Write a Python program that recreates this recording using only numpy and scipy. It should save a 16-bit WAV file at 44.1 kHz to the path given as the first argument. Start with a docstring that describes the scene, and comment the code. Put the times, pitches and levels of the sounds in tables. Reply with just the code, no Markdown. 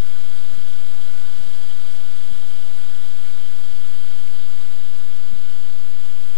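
"""A six-rotor drone hovers high over an open playing field, heard mostly in the right channel.
Its rotors run at slightly different speeds, so their harmonic series beat and waver.
Noise pulsing with the blades makes the rush, and narrow noise resonances make the motor whine.
The left channel has hiss, fitful rumble and a bias that shifts and sags, giving dull fluttering thumps.
Faint outdoor noise, partly shared by the two sides, lies behind everything."""
import sys
import numpy as np
from scipy import signal
from scipy.fft import rfft, irfft, next_fast_len
from scipy.io import wavfile
from scipy.ndimage import uniform_filter1d

SR = 44100
rng = np.random.default_rng(int(sys.argv[2]) if len(sys.argv) > 2 else 0)


def unload_wav(signal):
    """Save mono or channel-first audio to the path in sys.argv[1] as 16-bit WAV at rate SR, clipped to [-1, 1]."""
    wavfile.write(
        sys.argv[1],
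        SR,
        np.round(np.clip(np.atleast_2d(signal).T, -1, 1) * 32767).astype(np.int16),
    )


N = 280917
TIME = np.arange(N) / SR


def from_db(db):
    """Amplitude ratio: 20 dB is a factor of ten."""
    return 10 ** (np.asarray(db) / 20)


def in_time(rows):
    """Linear interpolation: each column of a curve at every sample."""
    times_s, *columns = np.transpose(rows)
    return [np.interp(TIME, times_s, column) for column in columns]


def drift(rate_hz):
    """Low-passed chance: a random curve of spread 1, changing about rate_hz times a second."""
    stride = 40  # samples between computed points
    pole = np.exp(-2 * np.pi * rate_hz * stride / SR)
    white = rng.standard_normal(N // stride + 2002)
    slow = signal.lfilter([1], [1, -2 * pole, pole * pole], white)[2000:]  # drop the filter's settling
    return np.interp(np.arange(N) / stride, np.arange(len(slow)), slow / slow.std())


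def noise(gain_at):
    """Spectral shaping: noise whose amplitude per root hertz follows a function of frequency."""
    size = next_fast_len(N, True)
    hz = np.maximum(np.arange(size // 2 + 1) * SR / size, 1)
    spectrum = rfft(rng.standard_normal(size)) * gain_at(hz)
    return irfft(spectrum, size)[:N] * np.sqrt(SR / 2)


def coloured(spectrum):
    """Broadband noise: density is interpolated in dB over log frequency."""
    points_hz, db = np.transpose(spectrum)
    return noise(lambda hz: from_db(np.interp(np.log(hz), np.log(points_hz), db)))


def resonant(centre_hz, width_hz, level_db):
    """Resonance: noise in one bell-shaped band, 3 dB down half a width from its centre."""
    return from_db(level_db) * noise(lambda hz: 2 ** (-2 * ((hz - centre_hz) / width_hz) ** 2))


def step(at_s, length_s):
    """Smooth transition: a rise from 0 to 1."""
    return .5 + .5 * np.tanh(2 * (TIME - at_s) / length_s)


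def bump(at_s, length_s):
    """Gaussian envelope: a swell of height 1, down to 1/e at length_s either side."""
    return np.exp(-((TIME - at_s) / length_s) ** 2)


# common rotor speed: time_s, blade_rate_hz (blade passes per second)
COMMON_SPEED = [(0, 216), (.5, 213), (1.0, 210.5), (1.3, 212.5), (2.2, 212.6), (2.8, 209.7), (4.7, 209.5),
                (5.3, 210.6), (5.8, 206), (6.37, 212)]
# rotors: mean_speed_offset_percent, odd_harmonics_db, even_harmonics_db (relative levels)
ROTORS = [(0.06, 0, -5), (-0.77, -4, 0), (0.78, -2.5, -3), (-2, -6, -1.5), (2.5, -8, -3), (-5, -8, -14)]


def rotor_phases(hunt=.0035, tremble=0.0025):
    """Phase is integrated blade rate; the flight controller keeps trimming each rotor's speed."""
    speed_hz, = in_time(COMMON_SPEED)
    phases = []
    for offset_percent, _, _ in ROTORS:
        ratio = 1 + offset_percent / 100 + hunt * drift(1.2) + tremble * drift(13.73)
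        phases.append(2 * np.pi * (np.cumsum(speed_hz * ratio) / SR + rng.random()))
    return phases


# which multiples of the blade rate sound: harmonic order
ORDERS_HEARD = (1, 2, 3, 4, 5, 6, 7, 8, 9, 10, 11, 14, 15, 16, 18, 22)
# first seven harmonics, mean level: before_db, after_db, turn_s
LOW_HARMONICS = [(-65.5, -73, 2.3), (-66, -62, 3.2), (-57.5, -61, 2.9), (-63, -67, 4.8), (-72, -71, 3.0),
                 (-64.5, -66, 3.0), (-57, -61, 4.1)]
# each higher harmonic, before the loudness curve: level_db
HIGH_HARMONICS_DB = [-66, -69.5, -69, -67, -63.5, -58, -64, -61, -60]
TURN_TAKES_S = .9


def blade_tones(phases, rush_db, waver_db=1.83, waver_hz=4.6):
    """Beating of harmonic series: a turn of the craft tips low orders, gusty inflow wavers every order."""
    levels_db = [before_db + (after_db - before_db) * step(turn_s, TURN_TAKES_S)
                 for before_db, after_db, turn_s in LOW_HARMONICS]
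    levels_db += [level_db + rush_db for level_db in HIGH_HARMONICS_DB]
    _, odd_db, even_db = np.transpose(ROTORS)
    out = np.zeros(N)
    for order, level_db in zip(ORDERS_HEARD, levels_db):
        shares = from_db(odd_db if order % 2 else even_db)
        lines = sum(share * np.sin(order * phase + 2 * np.pi * rng.random())
                    for share, phase in zip(shares, phases))
        unit_lines = np.sqrt(2) * lines / np.linalg.norm(shares)  # total RMS of 1
        out += unit_lines * from_db(level_db + waver_db * drift(waver_hz))
    return out


# turbulent air off the blades, mean spectrum: frequency_hz, level_db_per_hz
RUSH = [(40, -92), (150, -91.5), (400, -86.5), (900, -87.5), (1380, -79.5), (1850, -85.5), (2250, -84),
        (2700, -86.5), (4250, -86), (5100, -92), (6000, -98.5), (7800, -89), (11500, -102), (15000, -99.5)]


def blade_rush(phases, rush_db, chop=0.11, gust_db=.5):
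    """Amplitude modulation: turbulence off the blades pulses with each pass."""
    passes = 1 + chop * sum(np.cos(phase) for phase in phases)
    return coloured(RUSH) * passes * from_db(rush_db + gust_db * drift(8.8))


# resonances of motors and blades, mean level, lowest first: centre_hz, width_hz, level_db_per_hz
WHINE = [(3202, 355, -77.5), (3666, 430, -82), (4638, 400, -84.5), (5520, 500, -89.5), (6440, 400, -90.5),
         (7340, 270, -86.5), (8300, 235, -87.5), (8800, 380, -85), (10510, 240, -94), (13500, 300, -102),
         (15200, 340, -91.5)]
# brief flares of the lowest resonance: peak_s, lift_db
FLARES = [(1.516, 4), (1.635, 9.5), (1.713, 6), (4.459, 5)]
FLARE_S = 0.0096


def motor_whine(phases, whine_db, flicker_db=1.0, shared_db=.5, chop=0.02):
    """Resonance: narrow bands flicker and throb with the blades; the lowest one flares at times."""
    main, *upper = [resonant(centre_hz, width_hz, level_db) * from_db(flicker_db * drift(15))
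                    for centre_hz, width_hz, level_db in WHINE]
    flare_db = sum(lift_db * bump(peak_s, FLARE_S) for peak_s, lift_db in FLARES)
    throb = 1 + chop * sum(np.cos(phase) for phase in phases)
    bands = main * from_db(flare_db) + sum(upper)
    return bands * throb * from_db(whine_db + shared_db * drift(28))


# faint tick, knock then bright edge: peak_s, length_s, centre_hz, width_hz, peak_db_per_hz
TICKS = [(4.278, 0.0033, 2700, 700, -69), (4.279, .004, 11000, 7000, -93)]


def tick():
    """Transient: short bursts of band noise form a knock with a bright edge."""
    return sum(bump(peak_s, length_s) * resonant(centre_hz, width_hz, level_db)
               for peak_s, length_s, centre_hz, width_hz, level_db in TICKS)


def low_rumble(centre_hz=180, width_hz=200):
    """Band-limiting: dull noise at 0 dB per hertz in its middle, with steep sides."""
    return noise(lambda hz: 1 / np.sqrt(1 + ((hz - centre_hz) / (width_hz / 2)) ** 10))


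# bias thumps, before gating and low-pass (depth, swell and overshoot in full scale):
# sag_s, return_s, depth, swell, overshoot, flutter_hz (mean), flutter_db
THUMPS = [(.534, 0.581, 0.047, 0.0037, 0.021, 130, -38), (1.409, 1.472, 0.024, 0.027, 0.044, 139.4, -34.5),
          (2.326, 2.35, 0.028, 0.033, 0.0026, 127.5, -34.5),
          (5.334, 5.359, 0.033, 0.033, -0.0064, 128, -35.5)]
# soft shifts of the bias: middle_s, step (full scale)
SHIFTS = [(1.263, -0.03), (3.735, 0.031), (4.592, -0.024)]
LEFT_BIAS = .4545  # full scale


def left_thumps(edge_s=0.001, swell_s=0.013, overshoot_s=0.0045, flutter_s=0.01, rattle_s=0.018,
                wander=0.125, before_db=-66, after_db=-65, top_hz=400):
    """Bias transients: the level swells roughly, sags abruptly, holds, and flutters as it comes back."""
    out = sum(size * step(middle_s, 0.0087) for middle_s, size in SHIFTS)
    uneven_time = np.cumsum(1 + wander * drift(89.5)) / SR
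    rough = low_rumble(centre_hz=212, width_hz=156)
    rough = rough * rough.std() / np.sqrt(uniform_filter1d(rough ** 2, size=600))  # even out its level
    for sag_s, return_s, depth, swell, overshoot, flutter_hz, flutter_db in THUMPS:
        held = step(sag_s, edge_s) - step(return_s, edge_s)
        before = bump(sag_s - .005, swell_s) * swell
        before += bump(sag_s - .009, rattle_s) * from_db(before_db) * rough
        # these peak just ahead of the return, so the hold hides all but their tails
        flutter = from_db(flutter_db) * np.sin(2 * np.pi * flutter_hz * uneven_time)
        after = bump(return_s - 0.0032, overshoot_s) * overshoot
        after += bump(return_s - 0.011, flutter_s) * flutter
        after += bump(return_s - 0.0099, rattle_s) * from_db(after_db) * rough
        out = out + (1 - held) * (before + after) - held * depth
    dull = signal.butter(2, top_hz, fs=SR, output="sos")
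    return LEFT_BIAS + signal.sosfiltfilt(dull, out)


# the clearest puffs of rumble: peak_s, peak_db_per_hz
PUFFS = [(.91, -86), (1.0, -84), (2.08, -78), (3.09, -81.5), (3.67, -81), (4.22, -82.5), (5.66, -88)]
PUFF_S = 0.024
# random fits: mean level in dB per Hz, rate in Hz, rough share of the time they sound
FITS_DB, FITS_HZ, FITS_SHARE = -89, 2.74, 0.21
# one long spell in which the rumble hardly stops
SPELL_START_S, SPELL_END_S, SPELL_SHARE = 2.65, 4.9, 0.86


def left_rumble(fade_s=.04, lumpy_db=2.5):
    """Random gating: lumpy low noise switches on and off by chance, with a few set puffs."""
    in_spell = (TIME > SPELL_START_S) & (TIME < SPELL_END_S)
    share = FITS_SHARE + (SPELL_SHARE - FITS_SHARE) * in_spell
    chance = .5 + .5 * np.tanh(drift(FITS_HZ))
    gate = uniform_filter1d(1.0 * (chance < share), int(fade_s * SR))
    fits = gate * from_db(FITS_DB + lumpy_db * drift(9.7))
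    puffs = sum(from_db(level_db) * bump(peak_s, PUFF_S) for peak_s, level_db in PUFFS)
    return (fits + puffs) * low_rumble()


# hiss of the left channel: frequency_hz, level_db_per_hz
LEFT_HISS = [(250, -108), (400, -92.5), (1500, -97.5), (3000, -99), (5000, -102), (6000, -116),
             (7000, -106), (10000, -108), (12000, -115), (15000, -112)]


def left_hiss():
    """Stationary noise: a steady coloured hiss."""
    return coloured(LEFT_HISS)


# open air all round: frequency_hz, level_db_per_hz
AIR = [(220, -115), (380, -90), (600, -90), (1200, -91), (2500, -96), (4500, -100), (6000, -116),
       (15000, -120)]


def open_air(likeness=.55):
    """Partial coherence: even outdoor noise whose two sides share part of their power."""
    share = np.clip(likeness, 0, 1)
    own = np.array([coloured(AIR), coloured(AIR)])
    return np.sqrt(share) * coloured(AIR) + np.sqrt(1 - share) * own


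# loudness of the craft: time_s, level_db (before the shares below)
LOUDNESS = [(0, .2), (2.0, 1.26), (2.7, .5), (4.5, .2), (5.1, -.8), (5.9, -1.2), (6.37, -.4)]
RUSH_FOLLOWS, WHINE_FOLLOWS = .7, 1.07  # shares of the loudness swing in dB


def scene(left_db=-15.0, scatter_db=-15, shadow_hz=11000, scatter_hz=4500):
    """Shadowing: the craft lies right; on the left its treble is dulled and arrives mostly scattered."""
    loud_db, = in_time(LOUDNESS)
    rush_db, whine_db = RUSH_FOLLOWS * loud_db, WHINE_FOLLOWS * loud_db
    phases = rotor_phases()
    drone = blade_tones(phases, rush_db) + blade_rush(phases, rush_db)
    drone += motor_whine(phases, whine_db) + tick()
    shadow = signal.butter(1, shadow_hz, fs=SR, output="sos")
    direct = signal.sosfiltfilt(shadow, drone)
    # scattered whine has its own noise, unlike that on the right
    treble = signal.butter(1, scatter_hz, "high", fs=SR, output="sos")
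    scattered = signal.sosfilt(treble, motor_whine(phases, whine_db))
    left = from_db(left_db) * direct + from_db(scatter_db) * scattered
    left += left_thumps() + left_rumble() + left_hiss()
    return np.array([left, drone]) + open_air()


def record(dry):
    """Band-limiting: a steep elliptic low-pass cuts the top at 15400 Hz."""
    return signal.sosfiltfilt(signal.ellip(10, .05, 60, 15400, fs=SR, output="sos"), dry)


dry = scene()
out = record(dry)
unload_wav(out)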